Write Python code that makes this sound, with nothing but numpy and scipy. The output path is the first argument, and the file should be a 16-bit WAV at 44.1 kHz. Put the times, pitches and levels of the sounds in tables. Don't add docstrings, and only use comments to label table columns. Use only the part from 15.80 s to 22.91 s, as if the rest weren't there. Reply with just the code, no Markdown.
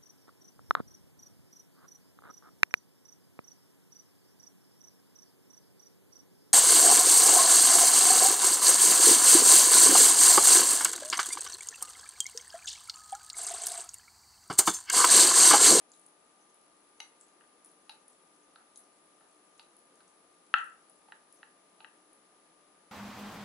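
import sys
import numpy as np
from scipy import signal
from scipy.fft import rfft, irfft
from scipy.io import wavfile
from scipy.ndimage import uniform_filter1d

SR = 44100
rng = np.random.default_rng(int(sys.argv[2]) if len(sys.argv) > 2 else 0)


def output_pcm(signal):
    pcm = np.clip(np.atleast_2d(signal).T, -1, 1) * 32767
    wavfile.write(sys.argv[1], SR, np.round(pcm).astype(np.int16))


N = 313582
RING_SAMPLES = 16384
T = np.arange(RING_SAMPLES) / SR

# (frequency [Hz], relative density [dB])
AIR_SPECTRUM = [(25, -23.5), (50, -19.5), (72, -21.5), (125, -18), (170, -5), (230, -4), (310, 0.5),
                (800, -2), (1300, -6), (2500, -12), (5000, -15), (9000, -17), (11000, -19.5)]
# (frequency [Hz], correlation [-1..1])
AIR_CORRELATION = [(50, 0.9), (180, 0.94), (350, 0.69), (630, 0.42), (1130, 0.17), (2500, -0.043),
                   (6500, -0.04)]
# (frequency [Hz], level [dB], left minus right [dB])
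WHINE_TONES = [(301, -82, 2), (1194.5, -76.7, 12), (1253, -85, 10), (9825, -94, 10), (9879, -94, 10),
               (9938, -89.5, 12), (9996, -91.5, 10), (10110, -91, 6), (10168, -91.5, 10), (10282, -85.5, 2)]
# (time [s], level [dB], pitch [Hz])
CLEAR_SMACKS = [(0.1179, -44.5, 7040), (0.1368, -44, 3300), (.196, -50, 10100), (0.264, -51, 9800),
                (.7437, -54, 10000), (1.411, -45, 7760), (1.8465, -44.5, 10000), (1.8594, -48.5, 9800),
                (2.281, -46, 10450), (2.959, -42.5, 7150), (2.9585, -43.5, 3900), (2.9742, -43.5, 10200),
                (3.9667, -51, 10200), (4.785, -47.5, 7400), (4.8423, -48.5, 9800), (5.097, -50.5, 10000),
                (5.5255, -46, 10460), (6.331, -51, 10600)]
# (frequency [Hz], peak [dB], t60 [s], dependence on a rim blow [0..1])
GLASS_MODES = [(825, -4, .055, 0), (882, 1.5, .07, 0), (2126, 4, .04, 1), (2880, -1, .014, .6),
               (3898, 5, .06, .2), (4565, -10, .03, 1), (5957, 6, .038, 1)]
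# (frequency [Hz], peak [dB], t60 [s])
BASE_MODES = [(1328, 6, .032), (1525, -8, .06)]
# (frequency [Hz], peak [dB], t60 [s])
STICK_MODES = [(2680, -2, .009), (3050, -4, .004)]
# (frequency [Hz], level [dB])
TICK_SPECTRUM = [(300, -16), (800, -34), (1300, -7.5), (2200, -24), (2600, -5.5), (3100, -15), (3550, -12),
                 (4300, -7.5), (5200, -18.5), (7000, -49), (11000, -5.5)]
# (frequency [Hz], level [dB])
CLACK_SPECTRUM = [(250, -65.5), (600, -35.5), (820, -13), (1030, -18), (1280, -6), (1680, 0), (1940, -3),
                  (2200, -25), (2430, -16.5), (2660, -9.5), (3100, -15.5), (3500, -23), (4450, -23),
                  (4900, -38.5), (11000, -35.5)]
# (time [s], level [dB], contact cut-off [Hz], rim ring [dB], left minus right [dB])
TIP_TAPS = [(1.2029, -8, 9500, 3.5, 3), (2.0950, -5.5, 6800, -18, 0.5), (2.7588, -20.5, 7000, -33, 0),
            (3.7956, -12, 5900, -17, 1), (4.2060, -28, 7000, -24, -1), (5.2850, -9, 800, -32, -3),
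            (6.0049, -9, 2280, -33, -0.5)]
# (time [s], level [dB], stick ring [dB], base ring [dB], glass ring [dB],
# shift from near scatter to room tail [dB], left minus right [dB])
BOWL_KNOCKS = [(1.609, -23.5, 0, -17, -19, -7, 4), (1.6390, -28, -8, -14, -12, -6, 2),
               (2.759, -26.5, -26, 17.5, -5, 5, -2), (3.4090, -29, -21, 8, 11, 8, 1),
               (4.204, -35, -20, 14, -13, -9, 2), (4.7402, 17, 5, 8, -38, 1, 3),
               (5.3220, -6, -17, -35, 1, -2, -2), (5.6306, -8.5, -10, -24, -2, -0.5, -1),
               (6.046, -9, 4.5, -23, -0.5, -0.5, 5.5)]

STIR_END_S = 5.6
GRAIN_LOW_HZ, GRAIN_HIGH_HZ = 6017, 11300


def gain(db):
    return 10 ** (np.asarray(db) / 20)


def pan(pan_db):
    return gain(np.array([[pan_db], [-pan_db]]) / 2)


def curve(points, size):
    hz, value = np.transpose(points)
    bins_hz = np.arange(size // 2 + 1) * SR / size
    return np.interp(np.log(np.maximum(bins_hz, 1)), np.log(hz), value)


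def add(out, time_s, sound):
    start = max(int(time_s * SR), 0)
    out[:, start:start + sound.shape[-1]] += sound[..., :max(N - start, 0)]


def drift(rate_hz):
    step = int(SR / rate_hz)
    return uniform_filter1d(np.repeat(rng.standard_normal(N // step + 1), step), step)[:N]


def soften(x, hz):
    return signal.sosfilt(signal.butter(2, hz, fs=SR, output="sos"), x)


def radiate(x, hz):
    return signal.sosfilt(signal.butter(4, hz, "highpass", fs=SR, output="sos"), x)


def impact(spectrum):
    cepstrum = irfft(np.log(gain(curve(spectrum, RING_SAMPLES))))
    cepstrum[1:RING_SAMPLES // 2] *= 2
    cepstrum[RING_SAMPLES // 2 + 1:] = 0
    return irfft(np.exp(rfft(cepstrum)))


def chatter(x, share, skid_s, size=512):
    burst = rng.standard_normal(size) * np.exp(-T[:size] / skid_s)
    burst *= share / np.linalg.norm(burst)
    burst[0] += 1
    return signal.fftconvolve(x, burst / np.hypot(1, share))[:len(x)]


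def mode(hz, peak_db, t60_s):
    decay_per_s = np.log(1000) / t60_s
    return gain(peak_db) * 2 * decay_per_s / SR * np.exp(-decay_per_s * T) * np.cos(2 * np.pi * hz * T)


def ring(x, modes):
    return signal.fftconvolve(x, sum(mode(*row) for row in modes))[:len(x)]


def air(level_db=-65, pan_db=1.7):
    alike = curve(AIR_CORRELATION, N)
    spectra = rfft(rng.standard_normal((2, N))) * gain(curve(AIR_SPECTRUM, N))
    mid, side = spectra * np.sqrt([1 + alike, 1 - alike])
    noise = irfft(np.array([mid + side, mid - side]), N)
    return noise / noise.std() * gain(level_db) * pan(pan_db)


def whine(waver_hz=2.2, waver_db=0.5):
    out = np.zeros((2, N))
    for hz, db, pan_db in WHINE_TONES:
        phase = 2 * np.pi * np.cumsum(hz + waver_hz * drift(rate_hz=16)) / SR
        out += np.sqrt(2) * np.sin(phase) * gain(db + waver_db * drift(rate_hz=10)) * pan(pan_db)
    return out


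def kitchen(x, near_db, near_s, near_hz, tail_db, bloom_s, low_t60_s, high_t60_s):
    near, tail = rng.standard_normal((2, 2, RING_SAMPLES))
    near = soften(near, near_hz) * (T > 0.0018) * np.exp(-T / near_s)
    low = soften(tail, hz=2347)
    tail = low * gain(-60 * T / low_t60_s) + (tail - low) * gain(-60 * T / high_t60_s)
    tail *= 1 - np.exp(-(T / bloom_s) ** 2)
    echo = sum(gain(db) * part / np.linalg.norm(part, axis=1, keepdims=True)
               for db, part in ((near_db, near), (tail_db, tail)))
    return x + signal.fftconvolve(x, echo, axes=1)[:, :x.shape[1]]


def bubbles(count=7, centre_hz=6370, scatter_hz=200, level_db=-62.5, decay_s=0.0023):
    out = np.zeros((2, N))
    for when, size in rng.random((count, 2)):
        hz = centre_hz + scatter_hz * (1 - 2 * size)
        add(out, when * STIR_END_S, gain(level_db) * np.exp(-T / decay_s) * np.sin(2 * np.pi * hz * T))
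    return out


def smack(hz, decay_s=0.00029, size=512):
    t = T[:size]
    cavity = np.exp(-t / decay_s) * np.sin(2 * np.pi * hz * t)
    return 2 * chatter(cavity, share=0.92, skid_s=0.0012)


def crackle(count=260, floor_db=-67.5, spread_db=3):
    out = np.zeros((2, N))
    for when, rank, pitch in rng.random((count, 3)):
        db = floor_db - spread_db * np.log(max(rank, 0.015))
        hz = GRAIN_LOW_HZ + pitch * (GRAIN_HIGH_HZ - GRAIN_LOW_HZ)
        add(out, when * STIR_END_S, gain(db) * smack(hz))
    return out


def partings(threads=2, max_wait_s=0.073, thread_db=-16):
    out = np.zeros((2, N))
    for time_s, db, hz in CLEAR_SMACKS:
        add(out, time_s, gain(db) * smack(hz))
        for wait, pitch in rng.random((threads, 2)):
            thread_hz = GRAIN_LOW_HZ + pitch * (GRAIN_HIGH_HZ - GRAIN_LOW_HZ)
            add(out, time_s + wait * max_wait_s, gain(db + thread_db) * smack(thread_hz))
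    return out


def meat():
    wet = radiate(partings() + crackle() + bubbles(), hz=4200) * pan(4.0)
    return kitchen(wet, near_db=-7, near_s=0.004, near_hz=12000,
                   tail_db=-1, bloom_s=0.012, low_t60_s=0.3, high_t60_s=0.2)


def glass(rim_db):
    modes = sum(mode(hz, db + rim * rim_db, t60_s) for hz, db, t60_s, rim in GLASS_MODES)
    return radiate(modes, hz=550)


def taps():
    out = np.zeros((2, N))
    tick = radiate(impact(TICK_SPECTRUM), hz=610)
    for time_s, db, contact_hz, rim_db, pan_db in TIP_TAPS:
        body = chatter(tick, share=0.24, skid_s=0.0029) + glass(rim_db)
        tap = gain(db) * pan(pan_db) * soften(body, contact_hz)
        add(out, time_s, kitchen(tap, near_db=-6.5, near_s=0.002, near_hz=9300,
                                 tail_db=-2, bloom_s=0.0081, low_t60_s=0.35, high_t60_s=0.25))
    return out


def knocks():
    out = np.zeros((2, N))
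    clack = soften(radiate(impact(CLACK_SPECTRUM), hz=500), hz=7010)
    stick, base = ring(clack, STICK_MODES), ring(clack, BASE_MODES)
    wall = soften(glass(rim_db=-22), hz=1991)
    for time_s, db, stick_db, base_db, glass_db, room_db, pan_db in BOWL_KNOCKS:
        body = clack + gain(stick_db) * stick + gain(base_db) * base + gain(glass_db) * wall
        knock = gain(db) * pan(pan_db) * body
        add(out, time_s, kitchen(knock, near_db=-14.5 - room_db, near_s=0.009, near_hz=2700,
                                 tail_db=room_db - 8, bloom_s=0.02, low_t60_s=0.36, high_t60_s=0.24))
    return out


def scene():
    return taps() + knocks() + meat() + air() + whine()


def record(dry, port_hz=10150, port_width_hz=800, port_db=4, cutoff_hz=11100):
    port = signal.lfilter(*signal.iirpeak(port_hz, port_hz / port_width_hz, fs=SR), dry)
    lowpass = signal.ellip(10, 0.2, 70, cutoff_hz, fs=SR, output="sos")
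    return signal.sosfilt(lowpass, dry + gain(port_db) * port)


dry = scene()
out = record(dry)
output_pcm(out)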